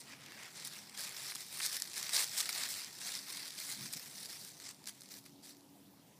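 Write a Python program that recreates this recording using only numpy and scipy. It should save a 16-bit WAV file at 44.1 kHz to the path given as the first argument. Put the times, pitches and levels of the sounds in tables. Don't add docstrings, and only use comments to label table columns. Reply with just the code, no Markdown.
import sys
import numpy as np
from scipy import signal
from scipy.io import wavfile
from scipy.ndimage import uniform_filter1d

SR = 44100
rng = np.random.default_rng(int(sys.argv[2]) if len(sys.argv) > 2 else 0)


def file_out(sig):
    cols = np.atleast_2d(sig).T
    lim = np.clip(cols, -1, 1)
    pcm = np.round(lim * 32767).astype(np.int16)
    wavfile.write(sys.argv[1], SR, pcm)


N = 272964
TIME = np.arange(N) / SR


def from_db(db):
    return 10 ** (np.asarray(db) / 20)


def rms_one(x):
    return x / np.sqrt(np.mean(x ** 2) + 1e-20)


def in_time(rows):
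    s, *columns = np.transpose(rows)
    return [np.interp(TIME, s, column) for column in columns]


def at_hz(points, hz):
    points_hz, points_db = np.array(points).T
    return np.interp(np.log(hz), np.log(points_hz), points_db)


def band(x, low_hz, high_hz):
    edges = [low_hz, min(high_hz, SR / 2 - 100)]
    return signal.sosfilt(signal.butter(2, edges, "band", fs=SR, output="sos"), x + 1e-18)


def bands(low_hz, high_hz, count):
    edges = np.geomspace(low_hz, high_hz, count + 1)
    return zip(edges, np.sqrt(edges[:-1] * edges[1:]), edges[1:])


def drift(rate_hz):
    step = 40
    pole = np.exp(-2 * np.pi * rate_hz * step / SR)
    noise = rng.standard_normal(N // step + 2002)
    slow = signal.lfilter([1], [1, -2 * pole, pole * pole], noise)[2000:]
    return np.interp(np.arange(N) / step, np.arange(len(slow)), rms_one(slow))


# (frequency [Hz], relative level per Hz [dB])
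AIR_SPECTRUM = [(25, -22), (55, -48), (80, -11.5), (105, -6), (145, 0.5), (220, -1), (330, -5), (450, -10),
                (850, -9), (1300, -21.5), (2500, -20), (5000, -20), (9000, -23), (15500, -21.5)]
# (time [s], level [dB])
AIR_LEVEL = [(0, -62), (.5, -62.5), (1, -64), (2, -64.5), (3, -63), (3.5, -66), (4.2, -62), (4.8, -65),
             (5.5, -63.5), (6.19, -62.5)]


def air(flutter_db):
    murmur, white = 0, rng.standard_normal((2, N))
    for k, (low, hz, high) in enumerate(bands(22, 16000, count=26)):
        gain = from_db(at_hz(AIR_SPECTRUM, hz) + flutter_db * drift(10.7))
        murmur = murmur + gain * band(white[k % 2], low, high)
    level_db, = in_time(AIR_LEVEL)
    return from_db(level_db) * rms_one(murmur)


# (start time [s], end time [s], start frequency [Hz], end frequency [Hz], level before fading [dB])
ENGINE_TONES = [(0, 2.3, 139.5, 141.8, -77), (0, .22, 267.4, 276, -69.5), (.6, 1.07, 201.7, 204.4, -70.5),
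                (1.098, 2.7, 373, 380, -77.5), (2.55, 2.75, 265, 267.3, -71), (2.7, 3.9, 361, 355, -78),
                (3.0, 3.9, 275, 279.8, -72.5), (2.95, 3.4, 199.2, 198, -77), (4.1, 5.0, 376, 371, -79),
                (4.5, 5.2, 281, 281, -73), (4.85, 5.25, 199.4, 200, -71), (4.998, 5.95, 280.4, 282, -67),
                (5.05, 5.7, 363.4, 364, -75), (5.7, 6, 199, 198.7, -70), (5.85, 5.9, 272, 276, -69)]


def far_engines(waver_hz, fade_db, flutter_rad, swell_s):
    hum = 0
    for start, end, start_hz, end_hz, db in ENGINE_TONES:
        hz = np.interp(TIME, [start, end], [start_hz, end_hz]) + waver_hz * drift(5.7)
        swell = np.clip(.5 + np.minimum(TIME - start, end - TIME) / swell_s, 0, 1)
        phase = 2 * np.pi * np.cumsum(hz) / SR + flutter_rad * drift(30)
        level = from_db(db + fade_db * drift(15))
        hum = hum + swell * level * np.sqrt(2) * np.sin(phase)
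    return hum


def held(start, length, attack_s, release_s):
    rise = np.clip(.5 + (TIME - start) / attack_s, 0, 1)
    return rise * np.exp(-np.maximum(TIME - start - length, 0) / release_s)


# (time [s], level [dB], hollow body re that level [dB])
STIR = [(0, -50.5, -0.5), (.04, -60.5, 5.5), (.2, -63, 13.5), (.75, -54, 5.5), (.92, -59.5, 9),
        (1.1, -50, 9.5), (1.47, -53, 1.5), (1.69, -43.5, 2.5), (1.88, -51, 2.5), (2.04, -44.5, 6),
        (2.28, -46, 2), (2.55, -42.5, 4), (2.92, -53, 4), (3.75, -50, 4), (4.55, -57, 0.5),
        (4.78, -65.5, 4.5), (5.07, -61, 1.5), (5.33, -70, -14), (6.19, -81, -3)]
# (start time [s], length [s], level [dB],
# hollow body under about 3 kHz re that level [dB], crisp top over about 9 kHz re that level [dB])
STEPS = [(0.056, 0.056, -60.5, 13.5, -12), (0.104, 0.034, -55.5, 12, -15), (0.2, 0.17, -60.5, 13, -20),
         (0.371, 0.11, -56, 13.5, -12), (0.552, 0.078, -50, 5, -16), (0.708, 0.083, -53, 7.5, -1),
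         (0.938, 0.013, -51.5, 7.5, -6), (0.973, 0.1, -44.5, 3.5, -1.5), (1.159, 0.094, -47.5, 2, -1),
         (1.247, 0.066, -45.5, 4, -1), (1.378, 0.049, -49.5, 3.5, 2), (1.517, 0.14, -53, 9, 6),
         (1.621, 0.032, -36.5, -1, -4), (1.678, .025, -50, 3, 1), (1.725, 0.046, -43, 4.5, 3.5),
         (1.958, 0.032, -41.5, 4, -2), (2.13, 0.077, -34, 3.5, -0.5), (2.21, 0.029, -38.5, 5, 0),
         (2.332, 0.094, -45.5, 8, -0.5), (2.55, 0.11, -44.5, 8.5, -0.5), (2.687, 0.041, -44.5, 0, 4),
         (2.74, 0.09, -46, 3.5, -1), (2.846, .05, -60, 9, 0), (2.999, 0.11, -48.5, 6, -1.5),
         (3.053, 0.13, -45, 1.5, -1.5), (3.274, 0.087, -47.5, 2.5, 0.5), (3.363, 0.12, -48.5, 5.5, -4),
         (3.57, 0.17, -48.5, 1, 1.5), (3.682, .045, -46, 5, 1.5), (3.789, 0.083, -50, 4.5, -0.5),
         (3.96, 0.11, -57, 7.5, 6), (4.06, .08, -69.5, -6, 13), (4.148, 0.11, -50.5, 0, 2),
         (4.287, 0.077, -51.5, 5.5, 1.5), (4.383, 0.12, -55.5, 0, 4), (4.601, 0.066, -55.5, 5, -3),
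         (4.643, 0.065, -49.5, 2.5, -7), (4.871, 0.023, -47.5, 4, 0), (5.01, 0.018, -62, -2, -1),
         (5.104, 0.081, -55.5, 4, 4.5), (5.257, .008, -56.5, 5, 1), (5.429, 0.079, -56, 1, 0.5),
         (5.506, 0.025, -63, 2, -4)]
# (time [s], length [s], level [dB])
CRUNCHES = [(0.432, .004, -63), (0.644, 0.033, -46.5), (0.987, .012, -55), (1.349, .003, -42),
            (1.59, 0.0052, -42), (1.648, 0.019, -38.5), (2.131, 0.035, -36), (2.376, 0.0091, -32.5),
            (2.396, 0.016, -36), (3.064, 0.021, -46), (3.145, 0.014, -46), (3.922, 0.024, -47.5),
            (3.963, .007, -47), (4.867, 0.014, -50), (5.105, 0.018, -55)]


def footwork(stir_crisp_db=-1, sink_s=.021, settle_s=.013, crunch_rise_s=.002, crunch_fall_s=.01):
    stir_db, hollow_db = in_time(STIR)
    power = from_db([stir_db + hollow_db, stir_db, stir_db + stir_crisp_db]) ** 2
    for s, length, db, body_db, crisp_db in STEPS:
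        sweep = held(s, length, sink_s, settle_s)
        power += (from_db([[db + body_db], [db], [db + crisp_db]]) * sweep) ** 2
    for s, length, db in CRUNCHES:
        rise = (TIME - s) / crunch_rise_s
        fall = 1 + (s + length - TIME) / crunch_fall_s
        power += (from_db(db) * np.clip(np.minimum(rise, fall), 0, 1)) ** 2
    return np.sqrt(power)


# (frequency [Hz], relative level per Hz [dB])
LITTER_SPECTRUM = [(250, -25), (500, -16), (1050, -11.5), (1500, -10), (1950, -4.5), (2400, -6.5),
                   (2950, -9.5), (3800, 0), (4750, 3), (5750, 2), (6750, -4.5), (7600, -0.5), (9700, -2),
                   (11300, -7), (15500, -8)]


def fractures(crowding, per_s, size_db, clump_db, colour_db, fine_db, tail_s, tail_db, patchy_db=1.82):
    born = rng.random(N) < per_s / SR
    spread_db = size_db * np.minimum(rng.exponential(1, N), 3.5) + clump_db * drift(120)
    sizes = born * from_db((1 - crowding) * spread_db)
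    sizes /= np.sqrt(uniform_filter1d(sizes ** 2, SR // 32) + 1e-9)
    keep = np.exp(-1 / (tail_s * SR))
    place = rng.random(N)[born]
    layers = []
    for low, hz, high in bands(250, 16000, count=36):
        clicks = np.zeros(N)
        favour = np.cos(2 * np.pi * (np.log2(hz) / 1.497 + place))
        clicks[born] = sizes[born] * rng.choice([-1, 1], N)[born] * from_db(colour_db * favour)
        clicks = rms_one(clicks)
        tail_power = signal.lfilter([1 - keep], [1, -keep], clicks ** 2 + 1e-12)
        hiss = np.sqrt(from_db(fine_db) ** 2 + from_db(tail_db) ** 2 * tail_power)
        grains = clicks + hiss * rng.standard_normal(N)
        colour = from_db(at_hz(LITTER_SPECTRUM, hz) + patchy_db * drift(14.0))
        layers.append((hz, colour * band(grains, low, high)))
    total = np.sqrt(sum(np.mean(x ** 2) for hz, x in layers))
    return [(hz, x / total) for hz, x in layers]


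def paws(body, middle, top):
    rustle = 0
    crowding = np.interp(20 * np.log10(middle), [-42, -35], [0, .3])
    swarm = fractures(crowding, per_s=2200, size_db=3.8, clump_db=.7, colour_db=4.5,
                      fine_db=-5, tail_s=.002, tail_db=-2.5)
    for hz, grains in swarm:
        hollow = np.interp(hz, [2600, 3900], [1, 0])
        crisp = np.interp(hz, [6500, 11500], [0, 1])
        rustle = rustle + grains * (hollow * body + crisp * top + (1 - hollow - crisp) * middle)
    return rustle


def fine_stems(push):
    per_s, level_db, spread_db, max_db = 14, -6.5, 2, -46
    low_hz, high_hz, knock_db = 3800, 8500, -16
    count = int(per_s * N / SR)
    s = rng.uniform(0, TIME[-SR // 30], count)
    db = 20 * np.log10(np.interp(s, TIME, push)) + level_db + spread_db * rng.standard_normal(count)
    hz = rng.uniform(low_hz, high_hz, count)
    return list(zip(s, np.minimum(db, max_db), hz, np.full(count, knock_db)))


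# (time [s], level of crack and ring if spread over 4 ms [dB],
# ring frequency [Hz], woody knock re that level [dB])
SNAPS = [(.2625, -53, 4800, -8), (.321, -53, 3400, -3), (.4325, -51, 6200, -6), (.5995, -50, 5200, -12),
         (.6493, -42, 4400, -27), (.6732, -41, 8100, -15), (.8965, -53, 4800, -12), (.9758, -45, 7200, -14),
         (1.007, -41.5, 9200, -11), (1.0371, -43, 5200, -14), (1.093, -45.5, 7900, -17),
         (1.3205, -46.5, 2200, 0), (1.3562, -41, 7600, -9), (1.3649, -46.5, 3700, -12),
         (1.4063, -47, 5500, -14), (1.4652, -51, 7800, -9), (1.573, -44, 8500, -14),
         (1.6021, -42, 3700, -1), (1.606, -43, 3000, 0), (1.6305, -39, 8000, -16), (1.6575, -37, 8000, -15),
         (1.6627, -33, 5800, -19), (1.7572, -42, 7000, -18), (1.768, -39, 4900, -16),
         (1.8008, -40.5, 10000, -22), (1.8211, -31.5, 5100, -16), (1.8415, -48.5, 4500, -18),
         (1.8742, -48, 4500, -10), (1.9336, -47.5, 4200, -11), (1.9795, -38, 6200, -12),
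         (2.0286, -37, 6300, -18), (2.093, -38, 4700, -5), (2.1675, -35, 5500, -14),
         (2.1925, -36, 4100, -12), (2.2432, -37, 5100, -16), (2.3766, -37, 8000, -14),
         (2.4045, -32, 3800, -13), (2.4105, -39, 6000, -12), (2.457, -41, 4500, -7),
         (2.4913, -35, 5100, -4), (2.4935, -40, 4500, -4), (2.4998, -39, 4200, -14),
         (2.507, -43, 4800, -13), (2.5288, -41, 5600, -17), (2.6215, -42, 4300, -13),
         (2.6345, -38, 4800, -10), (2.653, -43, 4000, -7), (2.689, -43, 7500, -16),
         (2.7403, -42, 3800, -21), (2.846, -42, 5100, -17), (2.988, -48, 4400, -15),
         (3.152, -41, 5000, -14), (3.3015, -45, 4800, -14), (3.371, -45.5, 4500, -12),
         (3.4796, -46.5, 4700, -13), (3.5058, -45, 4400, -16), (3.5883, -44, 3900, -16),
         (3.602, -44, 4800, -15), (3.7155, -41, 4600, -14), (3.748, -48, 4600, -15),
         (3.8587, -46, 5000, -6), (3.9281, -43, 8500, -16), (3.935, -40, 8500, -15),
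         (3.9372, -40, 4900, -11), (3.9645, -50, 8000, -15), (3.9762, -46.5, 5200, -11),
         (4.2573, -45, 5200, -14), (4.301, -49, 5400, -15), (4.4495, -48, 9000, -16),
         (4.6005, -49, 4700, -9), (4.6903, -47, 4500, -9), (4.7103, -51, 3500, -20),
         (4.7457, -58, 4800, -12), (4.841, -54, 4800, -10), (4.8575, -50, 5000, -17),
         (4.8734, -42, 5800, -9), (4.8941, -46, 8100, -13), (5.0081, -52, 9400, -22),
         (5.0186, -51, 5600, -14), (5.0345, -56, 7500, -15), (5.0585, -57.5, 5400, -10),
         (5.0889, -56, 5500, -15), (5.1095, -56, 4700, -10), (5.1405, -51, 4500, -9),
         (5.2405, -61, 5500, -12), (5.262, -55, 4700, -4), (5.2945, -63, 5700, -6),
         (5.4935, -54, 6000, -13), (5.5484, -63, 5400, -11), (5.5688, -62, 5700, -17),
         (5.608, -63, 5200, -17)]


def snaps(push, crack_t60_s, tail_t60_s, tail_db, ring_q, ring_db, knock_t60_s, knock_hz, top_hz):
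    breaks = SNAPS + fine_stems(push)
    out, t = np.zeros(N), TIME[:SR // 40]
    decay = from_db(-60 * t / np.array([[crack_t60_s], [crack_t60_s], [knock_t60_s]]))
    tail = from_db(tail_db - 60 * t / tail_t60_s)
    per_4_ms = np.sqrt(.004 / t[-1])
    soften = signal.butter(1, min(top_hz, 15000), fs=SR, output="sos")
    half_width = 1 / (2 * ring_q)
    noise = rng.standard_normal((len(breaks), 3, len(t)))
    for (s, db, hz, woody_db), chance in zip(breaks, noise):
        burst = chance * (decay + tail)
        burst[:2, 0] = 2
        crack = signal.sosfilt(soften, band(burst[0], 4200, 12700))
        ring = band(burst[1], hz * (1 - half_width), hz * (1 + half_width))
        knock = signal.lfilter(*signal.iirpeak(knock_hz, 2, fs=SR), band(burst[2], 530, 2600))
        bright = rms_one(rms_one(crack) + from_db(ring_db) * rms_one(ring))
        snap = bright + from_db(woody_db) * rms_one(knock)
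        at = round(s * SR)
        out[at:at + len(t)] += from_db(db) * per_4_ms * snap
    return out


# (time [s], half width [s], level [dB], centre frequency [Hz])
BUMPS = [(1.46, 0.054, -73, 145), (2.403, 0.014, -73, 62), (3.822, 0.057, -56.5, 154),
         (3.964, 0.0077, -54, 165)]


def bumps():
    out = 0
    for s, width, db, hz in BUMPS:
        rumble = band(rng.standard_normal(N), 0.76 * hz, 1.62 * hz)
        rumble = band(rumble, 0.59 * hz, 4.3 * hz)
        swell = np.exp(-.5 * ((TIME - s) / width) ** 2)
        out = out + from_db(db) * swell * rms_one(rumble)
    return out


def scene():
    woods = air(flutter_db=2.16) + far_engines(waver_hz=1.82, fade_db=2.5, flutter_rad=0.37, swell_s=.24)
    body, middle, top = footwork()
    stems = snaps(middle, crack_t60_s=.005, tail_t60_s=.018, tail_db=-18, ring_q=3, ring_db=-1,
                  knock_t60_s=.008, knock_hz=2050, top_hz=14000)
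    return (woods + paws(body, middle, top) + stems + bumps())[None]


def record(dry):
    return signal.sosfilt(signal.ellip(12, .1, 75, 15280, fs=SR, output="sos"), dry)


dry = scene()
out = record(dry)
file_out(out)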